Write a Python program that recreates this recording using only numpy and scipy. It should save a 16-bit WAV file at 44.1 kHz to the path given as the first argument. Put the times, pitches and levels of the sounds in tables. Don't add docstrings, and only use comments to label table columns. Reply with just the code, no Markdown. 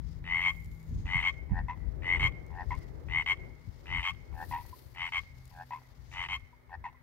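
import sys
import numpy as np
from scipy import signal
from scipy.fft import rfft, irfft
from scipy.io import wavfile
from scipy.ndimage import uniform_filter1d, map_coordinates

SR = 44100
rng = np.random.default_rng(int(sys.argv[2]) if len(sys.argv) > 2 else 0)


def unload_audio(sound):
    columns = np.transpose(np.atleast_2d(sound))
    steps = np.round(np.clip(columns, -1, 1) * 32767)
    wavfile.write(sys.argv[1], SR, steps.astype(np.int16))


N = 309582
TIME = np.arange(N) / SR
SIDES = np.array([[1], [-1]])


def undb(db):
    return 10 ** (np.asarray(db) / 20)


def unit(x):
    return x / np.sqrt(np.mean(x ** 2) + 1e-20)


def follow(table, at):
    first, *columns = np.transpose(table)
    return [np.interp(at, first, column) for column in columns]


def colour(x, points):
    size = x.shape[-1]
    hz, db = np.transpose(points)
    log_hz = np.log(np.fft.rfftfreq(size, 1 / SR) + 1)
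    gain = undb(np.interp(log_hz, np.log(hz), db))
    return irfft(rfft(x) * gain, size)


def noise(points, channels=2):
    return unit(colour(rng.standard_normal((channels, N)), points))


def resonate(x, hz, width_hz):
    return signal.lfilter(*signal.iirpeak(hz, hz / width_hz, fs=SR), x)


def walk(rate, size=N):
    hold = int(SR / rate)
    steps = np.repeat(rng.standard_normal(size // hold + 1), hold)
    smooth = uniform_filter1d(uniform_filter1d(steps, hold), hold)
    return smooth[:size] * np.sqrt(2)


def add(out, start, x):
    i = max(int(start * SR), 0)
    out[i:i + len(x)] += x[:N - i]


# (frequency [Hz], relative level [dB])
AIR_SPECTRUM = [(350, -29.5), (600, -3), (706, -7), (820, 1), (1560, -7.5), (2160, -2), (2500, -19),
                (3520, -18.5), (7540, -29), (15500, -22.5)]


def quiet_air():
    return undb(-68.5) * noise(AIR_SPECTRUM)


def faint_hum():
    return unit(np.sin(2 * np.pi * 246.5 * TIME)) * undb(-75 + 2 * walk(5))


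# (time [s], third shaft order [Hz], relative hum level [dB], relative road noise level [dB])
VEHICLE_COURSE = [(0, 161.3, -53.5, -72), (.8, 161.6, -51, -75), (1.7, 158.3, -58, -66),
                  (2.7, 155.1, -57, -62), (3.6, 143.4, -63, -68.5), (4.4, 131, -68.5, -68.5),
                  (5.4, 129.3, -56, -77.5), (6.3, 122.4, -63, -77.5), (7, 119.6, -68, -83.5)]
# (shaft order [1], relative level [dB])
ENGINE_ORDERS = [(2, -22.5), (3, -2.5), (4, -15)]
# (frequency [Hz], relative level [dB])
ROAD_SPECTRUM = [(100, -7), (190, -5), (250, 1), (380, 7), (600, -1), (1000, -11), (2000, -18.5),
                 (4000, -47.5)]


def vehicle(road_gain_db=5, hum_left_db=2, road_left_db=-10):
    hz, hum_db, road_db = follow(VEHICLE_COURSE, TIME)
    shaft_hz = hz * (1 + 0.0078 * walk(9.2)) / round(ENGINE_ORDERS[1][0])
    shaft = 2 * np.pi * np.cumsum(shaft_hz) / SR
    hum = np.zeros(N)
    for order, db in ENGINE_ORDERS:
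        tone = unit(np.sin(round(order) * shaft))
        hum += tone * undb(hum_db + db + 2.5 * walk(5.5))
    road = noise(ROAD_SPECTRUM) * undb(road_db + road_gain_db + 2.88 * walk(6.8))
    return hum * undb(hum_left_db * SIDES / 2) + road * undb(road_left_db * SIDES / 2)


# (frequency [Hz], relative level [dB])
WIND_SPECTRUM = [(15, -24.5), (25, -14), (42, -1.5), (60, 4.5), (90, -1), (130, -6), (200, -17.5),
                 (300, -23.5), (500, -46.5), (900, -87)]
# (time [s], relative level [dB])
BREEZE_COURSE = [(0.0, -44.5), (0.82, -51.5), (1.08, -40), (1.33, -44.5), (2.05, -43), (2.29, -47.5),
                 (2.77, -41.5), (3.66, -51.5), (4.4, -49.5), (5.1, -58.5), (5.81, -60), (6.3, -52.5),
                 (6.57, -61.5), (7.02, -63.5)]
# (middle [s], length [s], relative level [dB], left minus right [dB])
PASSING_EDDIES = [(0.098, 0.037, -49, 5), (0.238, 0.0315, -39.5, -5), (0.682, 0.075, -42.5, -4.5),
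                  (0.956, 0.0955, -32, -2), (1.061, 0.018, -34, -3.5), (1.161, 0.0258, -32.5, -4.5),
                  (1.526, 0.0257, -22.5, -4), (1.606, 0.1, -35, 6), (2.154, 0.0695, -39, 13.5),
                  (2.235, 0.0494, -29, -3.5), (2.786, 0.0266, -46, 27), (3.155, 0.083, -42.5, 10),
                  (3.686, 0.023, -37.5, 12), (3.955, 0.0775, -36.5, 4.5), (4.558, 0.101, -50, 21),
                  (5.45, 0.41, -62, -8.5), (6.103, 0.336, -58.5, 1), (6.334, 0.07, -47, -3.5),
                  (6.793, 0.0752, -48.5, 3.5)]


def wind(shared=0.54, flutter_db=3.0, breeze_db=6.5, shelter_db=-32):
    breeze, = follow(BREEZE_COURSE, TIME)
    shelter = np.array([[0], [shelter_db]])
    power = undb(breeze + breeze_db + shelter + flutter_db * walk(20)) ** 2
    for middle, length, db, left_db in PASSING_EDDIES:
        swell = np.exp(-2 * ((TIME - middle) / length) ** 2)
        power = power + (swell * undb(db + left_db * SIDES / 2)) ** 2
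    common, *own = noise(WIND_SPECTRUM, channels=3)
    turbulence = np.sqrt(shared) * common + np.sqrt(1 - shared) * np.array(own)
    return turbulence * np.sqrt(power)


# (frequency [Hz], relative level [dB])
RUB_SPECTRUM = [(2500, -1.5), (3800, 0.5), (4900, 1.5), (6800, -4.5), (8500, -12.5), (12000, -23)]
SWISH_SPECTRUM = [(3000, -19), (4500, -6.5), (6000, -10.5), (10000, -1), (13000, 5.5), (15500, 0.5)]
# (time [s], relative level [dB])
LIGHT_CONTACT = [(0, -79.5), (1.7, -81), (3, -76.5), (6.3, -74.5), (6.65, -86.5), (7.02, -91.5)]
# (start [s], length [s], relative low rub level [dB], rub centre [Hz], relative swish level [dB])
SLEEVE_STROKES = [(0, 0.204, -67.5, 5020, -88), (0.322, 0.664, -77.5, 6914, -68.5),
                  (.8, 0.646, -74.5, 6580, -99), (2.56, 0.352, -72.5, 4890, -79),
                  (3.596, 0.7, -78.5, 5050, -86.5), (4.317, 0.67, -68.5, 4390, -58.5),
                  (4.952, 0.383, -68, 4340, -74), (5.327, 0.62, -77, 4600, -71.5),
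                  (6.035, 0.24, -65.5, 6290, -84.5)]
# (time [s], relative peak [dB])
FABRIC_CREASES = [(0.6458, -49.5), (0.659, -52.5), (0.829, -53.5), (2.4647, -57), (2.752, -50.5),
                  (2.7889, -52.5), (5.455, -47), (5.4778, -51.5), (6.3967, -56.5)]


def sleeve(rub_db=-1, swish_db=-2, ring_db=-1, ring_width_hz=450, contact_swish_db=-8, crease_db=-3,
           side_db=5.5, grain_db=2, attack_s=0.191, release_s=0.1265, fade_db_per_s=16,
           crease_decay_s=0.00135):
    rub = noise(RUB_SPECTRUM) * undb(rub_db)
    swish = noise(SWISH_SPECTRUM) * undb(swish_db)
    contact_db, = follow(LIGHT_CONTACT, TIME)
    slide = undb(contact_db) * (rub + undb(contact_swish_db) * swish)
    weave = rng.standard_normal((2, N))
    for start, length, low_db, hz, high_db in SLEEVE_STROKES:
        age = np.clip(TIME - start, 0, length)
        speed = np.minimum(age / attack_s, 1) * np.minimum((length - age) / release_s, 1)
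        speed = speed * undb(-fade_db_per_s * age)
        ring = unit(resonate(weave, hz, ring_width_hz)) * undb(ring_db)
        slide = slide + speed * (undb(low_db) * (rub + ring) + undb(high_db) * swish)
    ticks = np.zeros(N)
    t = np.arange(SR // 50) / SR
    for start, db in FABRIC_CREASES:
        burst = rng.standard_normal(len(t)) * np.exp(-t / crease_decay_s)
        tick = resonate(burst, 7040, 6250)
        add(ticks, start, tick / np.abs(tick).max() * undb(db + crease_db))
    return (slide * undb(grain_db * walk(150)) + ticks) * undb(side_db * SIDES)


# (frequency [Hz], gain [dB])
TREE_REFLECTION = [(500, -9.5), (1000, -14), (1750, -3), (2170, -0.5), (2700, -9), (3200, -11),
                   (12000, -11.5)]


def garden(x, left_db, lag_ms, rocks_db, house_db, house_s, trees_db, trees_t60_s=0.796, clump_db=4):
    t = np.arange(SR) / SR
    rocks, trees = rng.standard_normal((2, 2, SR))
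    rocks = rocks * undb(-60 * t / .05) * (t > .001)
    trees = colour(trees, TREE_REFLECTION)
    tail_db = -60 * t / trees_t60_s + clump_db * walk(90, size=SR)
    trees = trees * undb(tail_db) * np.minimum(t / 0.055, 1)
    paths = (undb(rocks_db) * unit(rocks) + undb(trees_db) * unit(trees)) / np.sqrt(SR)
    paths[:, int(house_s * SR)] += undb(house_db)
    right = map_coordinates(x, [np.arange(N) - lag_ms * SR / 1000], order=3)
    direct = np.array([x, right]) * undb(left_db * SIDES / 2)
    return direct + signal.fftconvolve(x[None], paths, axes=1)[:, :N]


# (frequency [Hz], gain [dB])
BODY_RADIATION = [(450, -16), (660, -6.5), (800, 5), (890, 0.5), (1040, -3.5), (1250, 1), (1700, -9.5),
                  (3000, -16.5)]
# (frequency [Hz], gain [dB])
THROAT_RESONANCE = [(2000, -25.5), (2600, -8.5), (2950, 0), (3130, 0), (3260, -13), (3450, -22.5),
                    (4200, -25.5)]
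# (frequency [Hz], relative level [dB])
RASP_SPECTRUM = [(400, -51), (750, 0), (1400, -1), (2500, 8.5), (3200, -4), (3700, -8.5), (5000, -20.5),
                 (8000, -27), (10000, -38.5), (15000, -50.5)]


def syllable(row, shape, slowing, sac_hz, sac_width_hz, third_db, upper_db, rasp_db, sag, jitter,
             high_band=None, high_band_db=-32, undertone_db=-2, undertone_ratio=.62, opening_s=0.001515,
             scatter_db=0.41, sac_peak=0.281):
    _, length, rate, pitch_hz, level_db, sac_db = row
    t = np.arange(int((length + .03) * SR)) / SR
    share = t / length
    effort_db, bend, decay_s, leak_db = follow(shape, share)
    leak = undb(leak_db)
    count = rate * t * (1 - slowing * share / 2)
    pulse, cycle = count.astype(int), count % 1
    age = cycle / rate
    level_chance, pitch_chance = rng.standard_normal((32, 2))[pulse].T

    opening = 1 - np.exp(-(age / opening_s) ** 2)
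    gate = opening * np.exp(-np.maximum(age - opening_s, 0) / decay_s)
    closing = np.clip((length + .004 - t) / .004, 0, 1)
    effort = undb(effort_db + scatter_db * level_chance) * closing
    flow = uniform_filter1d(effort * (gate + leak), size=24)

    hump = np.sin(np.interp(cycle, [0, sac_peak, 1], [0, np.pi / 2, np.pi])) ** 3
    swell = uniform_filter1d(effort ** 1.386 * (hump + leak / 2), size=24)

    pulsed = np.clip(1 - leak, 0, 1)
    hz = pitch_hz * bend * (1 + pulsed * (jitter * pitch_chance - sag * np.exp(-age / 0.002)))
    phase = 2 * np.pi * np.cumsum(hz) / SR

    rasp_noise, band_noise = rng.standard_normal((2, len(t)))
    fundamental = colour(flow * np.sin(phase), BODY_RADIATION)
    sac = resonate(swell * np.sin(2 * phase), sac_hz, sac_width_hz)
    third = colour(flow * np.sin(3 * phase), THROAT_RESONANCE)
    overtones = flow * sum(np.sin(k * phase) / k ** 2 for k in range(4, 8))
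    rasp = colour(rasp_noise * effort ** 0.594 * (gate + 0.13), RASP_SPECTRUM)

    parts = [(fundamental, 0), (sac, sac_db), (third, third_db), (overtones, upper_db), (rasp, rasp_db)]
    if high_band:
        band_hz, loud_db = follow(high_band, share)
        waver = uniform_filter1d(band_noise, size=50)
        turn = 2 * np.pi * np.cumsum(band_hz) / SR
        pair = np.sin(turn) + undb(undertone_db) * np.sin(undertone_ratio * turn)
        parts.append((flow * undb(loud_db) * waver * pair, high_band_db))
    middle = (share > .35) & (share < .85)
    return sum(x / np.std(x[middle]) * undb(level_db + db) for x, db in parts)


# (start [s], length [s], starting pulse rate [1/s], pitch before bending [Hz],
# relative fundamental level [dB], vocal sac above fundamental [dB])
FAR_RIB_CALLS = [(1.4953, 0.1181, 82.95, 956.6, -47.5, 0), (2.503, 0.1365, 83.95, 960.9, -48, -3.5),
                 (4.326, 0.1223, 77.69, 916, -47.5, -4.5), (5.5117, 0.1253, 79, 896.9, -51.5, -5),
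                 (6.6939, 0.0644, 86.27, 936.7, -49, -3)]
FAR_BIT_CALLS = [(1.683, 0.0625, 89.2, 1051, -46.5, -5), (2.7054, 0.0574, 94.92, 1059, -45, -5),
                 (4.511, 0.1125, 84.92, 1011, -44, -10.5), (5.707, 0.08185, 81.66, 1036, -47.5, -9.5),
                 (6.84, 0.0594, 94.5, 1038, -46.5, -9.5)]
# (share of length [1], relative level [dB], pitch ratio [1], pulse decay [s],
# leak between pulses [dB])
FAR_RIB_COURSE = [(0, -18.5, 1.2, 0.0014, -27.5), (0.3, -12, .96, 0.0013, -32),
                  (.55, -3, .98, 0.00076, -34.5), (.8, 0.5, 1.02, 0.001575, -33.5),
                  (1, -7, 1.0, 0.00035, -29)]
FAR_BIT_COURSE = [(0, -0.5, 0.986, 0.0015, -30), (.35, 0.5, 0.955, 0.0087, -22.5),
                  (0.603, -6.5, 0.998, 0.0033, -11), (.8, -11.5, 1.0, .003, -12),
                  (1, -22, 0.972, .003, -7.5)]
# (share of length [1], frequency [Hz], relative level [dB])
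FAR_RIB_NASAL_BAND = [(0, 4521, -7), (1, 4860, 4.5)]
# (start [s], relative peak [dB], pitch [Hz])
SOFT_GRUNTS = [(3.485, -73, 922), (4.727, -48, 1008), (6.528, -60, 966), (6.943, -62, 1044)]


def far_frog():
    out = np.zeros(N)
    for row in FAR_RIB_CALLS:
        rib = syllable(row, FAR_RIB_COURSE, slowing=-.1, sac_hz=2100, sac_width_hz=1300, sac_peak=0.2,
                       third_db=-31, upper_db=-40, rasp_db=-22.5, sag=0.35, jitter=0.027,
                       high_band=FAR_RIB_NASAL_BAND, high_band_db=-29, undertone_db=-4, undertone_ratio=0.8)
        add(out, row[0], rib)
    for row in FAR_BIT_CALLS:
        bit = syllable(row, FAR_BIT_COURSE, slowing=0.1, sac_hz=2240, sac_width_hz=580, sac_peak=0.384,
                       third_db=-38.5, upper_db=-32.5, rasp_db=-15, sag=.16, jitter=0.047,
                       opening_s=0.00154, scatter_db=-0.94)
        add(out, row[0], bit)
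    t = np.arange(SR // 20) / SR
    for start, db, hz in SOFT_GRUNTS:
        rise = t / 0.0042
        add(out, start, undb(db) * rise * np.exp(1 - rise) * np.sin(2 * np.pi * hz * t))
    return out


# (start [s], length [s], starting pulse rate [1/s], pitch before bending [Hz],
# relative fundamental level [dB], vocal sac above fundamental [dB])
NEAR_RIB_CALLS = [(0.2401, 0.1885, 89, 1055, -49, 17.5), (1.0552, 0.1684, 93.5, 1056, -47, 15),
                  (2.0211, 0.1602, 91.6, 1049, -48.5, 18.5), (3.0848, 0.1458, 84.3, 1057, -48, 17.5),
                  (3.857, .163, 91.6, 1051, -48, 11.5), (4.948, 0.1447, 89.8, 1064, -48.5, 9.5),
                  (6.1144, 0.1556, 93, 1042, -48.5, 7)]
NEAR_BIT_CALLS = [(0.4136, 0.10816, 88.95, 1080, -45, 16.38), (1.2264, 0.0857, 89.48, 1086, -44, 15.04),
                  (2.1944, 0.0992, 91.53, 1081, -43.5, 15.4), (3.261, 0.0834, 87.32, 1078, -44.5, 15.53),
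                  (4.028, .091, 89.08, 1097, -44, 8.9), (5.121, 0.0849, 86.47, 1086, -46.5, 13.23),
                  (6.2855, 0.0903, 90.99, 1073, -46, 9.26)]
# (share of length [1], relative level [dB], pitch ratio [1], pulse decay [s],
# leak between pulses [dB])
NEAR_RIB_COURSE = [(0, -20.5, .93, 0.00088, -37.5), (0.201, -11, .97, 0.0017, -27.5),
                   (.45, -3.5, 1.005, 0.002, -27), (.65, -2, 1.02, 0.0025, -31),
                   (0.849, -5, 1.015, 0.0032, -35), (1.002, -12.5, 0.93, 0.0039, -35.5)]
NEAR_BIT_COURSE = [(0, -5, 1.01, 0.0017, -25.5), (0.25, -2, 1.01, 0.003, -24.5),
                   (0.5, 1.5, 1.03, 0.0024, -15.5), (0.7, -1, 1.0, 0.0017, -7.5),
                   (0.851, -8, .995, 0.0011, 0), (1, -32.5, 1.1, 0.0033, 3)]
# (share of length [1], frequency [Hz], relative level [dB])
NEAR_RIB_WHISTLE = [(0, 13790, -30.5), (.6, 13690, -6), (1, 13210, 2.5)]
NEAR_BIT_WHISTLE = [(0, 13720, -4), (.55, 12760, 2), (1, 10660, 2)]


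def near_frog():
    out = np.zeros(N)
    for row in NEAR_RIB_CALLS:
        rib = syllable(row, NEAR_RIB_COURSE, slowing=0.074, sac_hz=2202, sac_width_hz=190, sac_peak=0.283,
                       third_db=0, upper_db=-24.5, rasp_db=2.0, sag=.2, jitter=.008,
                       high_band=NEAR_RIB_WHISTLE, high_band_db=-30, undertone_db=3)
        add(out, row[0], rib)
    for row in NEAR_BIT_CALLS:
        bit = syllable(row, NEAR_BIT_COURSE, slowing=-.05, sac_hz=2162.4, sac_width_hz=144.32,
                       third_db=2, upper_db=-17.5, rasp_db=1.0, sag=0.20165, jitter=0.0084,
                       high_band=NEAR_BIT_WHISTLE, high_band_db=-26)
        add(out, row[0], bit)
    return out


def scene():
    background = quiet_air() + faint_hum() + vehicle()
    far = undb(1.5) * garden(far_frog(), left_db=2.0, lag_ms=0.0616, rocks_db=-4.5,
                             house_db=-43, house_s=0.15, trees_db=-24.5)
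    near = undb(2.5) * garden(near_frog(), left_db=3.5, lag_ms=0.0946, rocks_db=-8.5,
                              house_db=-41, house_s=0.088, trees_db=-32.0)
    return background + wind() + sleeve() + far + near


def record(dry):
    low_pass = signal.ellip(10, .2, 80, 15700, fs=SR, output="sos")
    return signal.sosfilt(low_pass, dry)


dry = scene()
out = record(dry)
unload_audio(out)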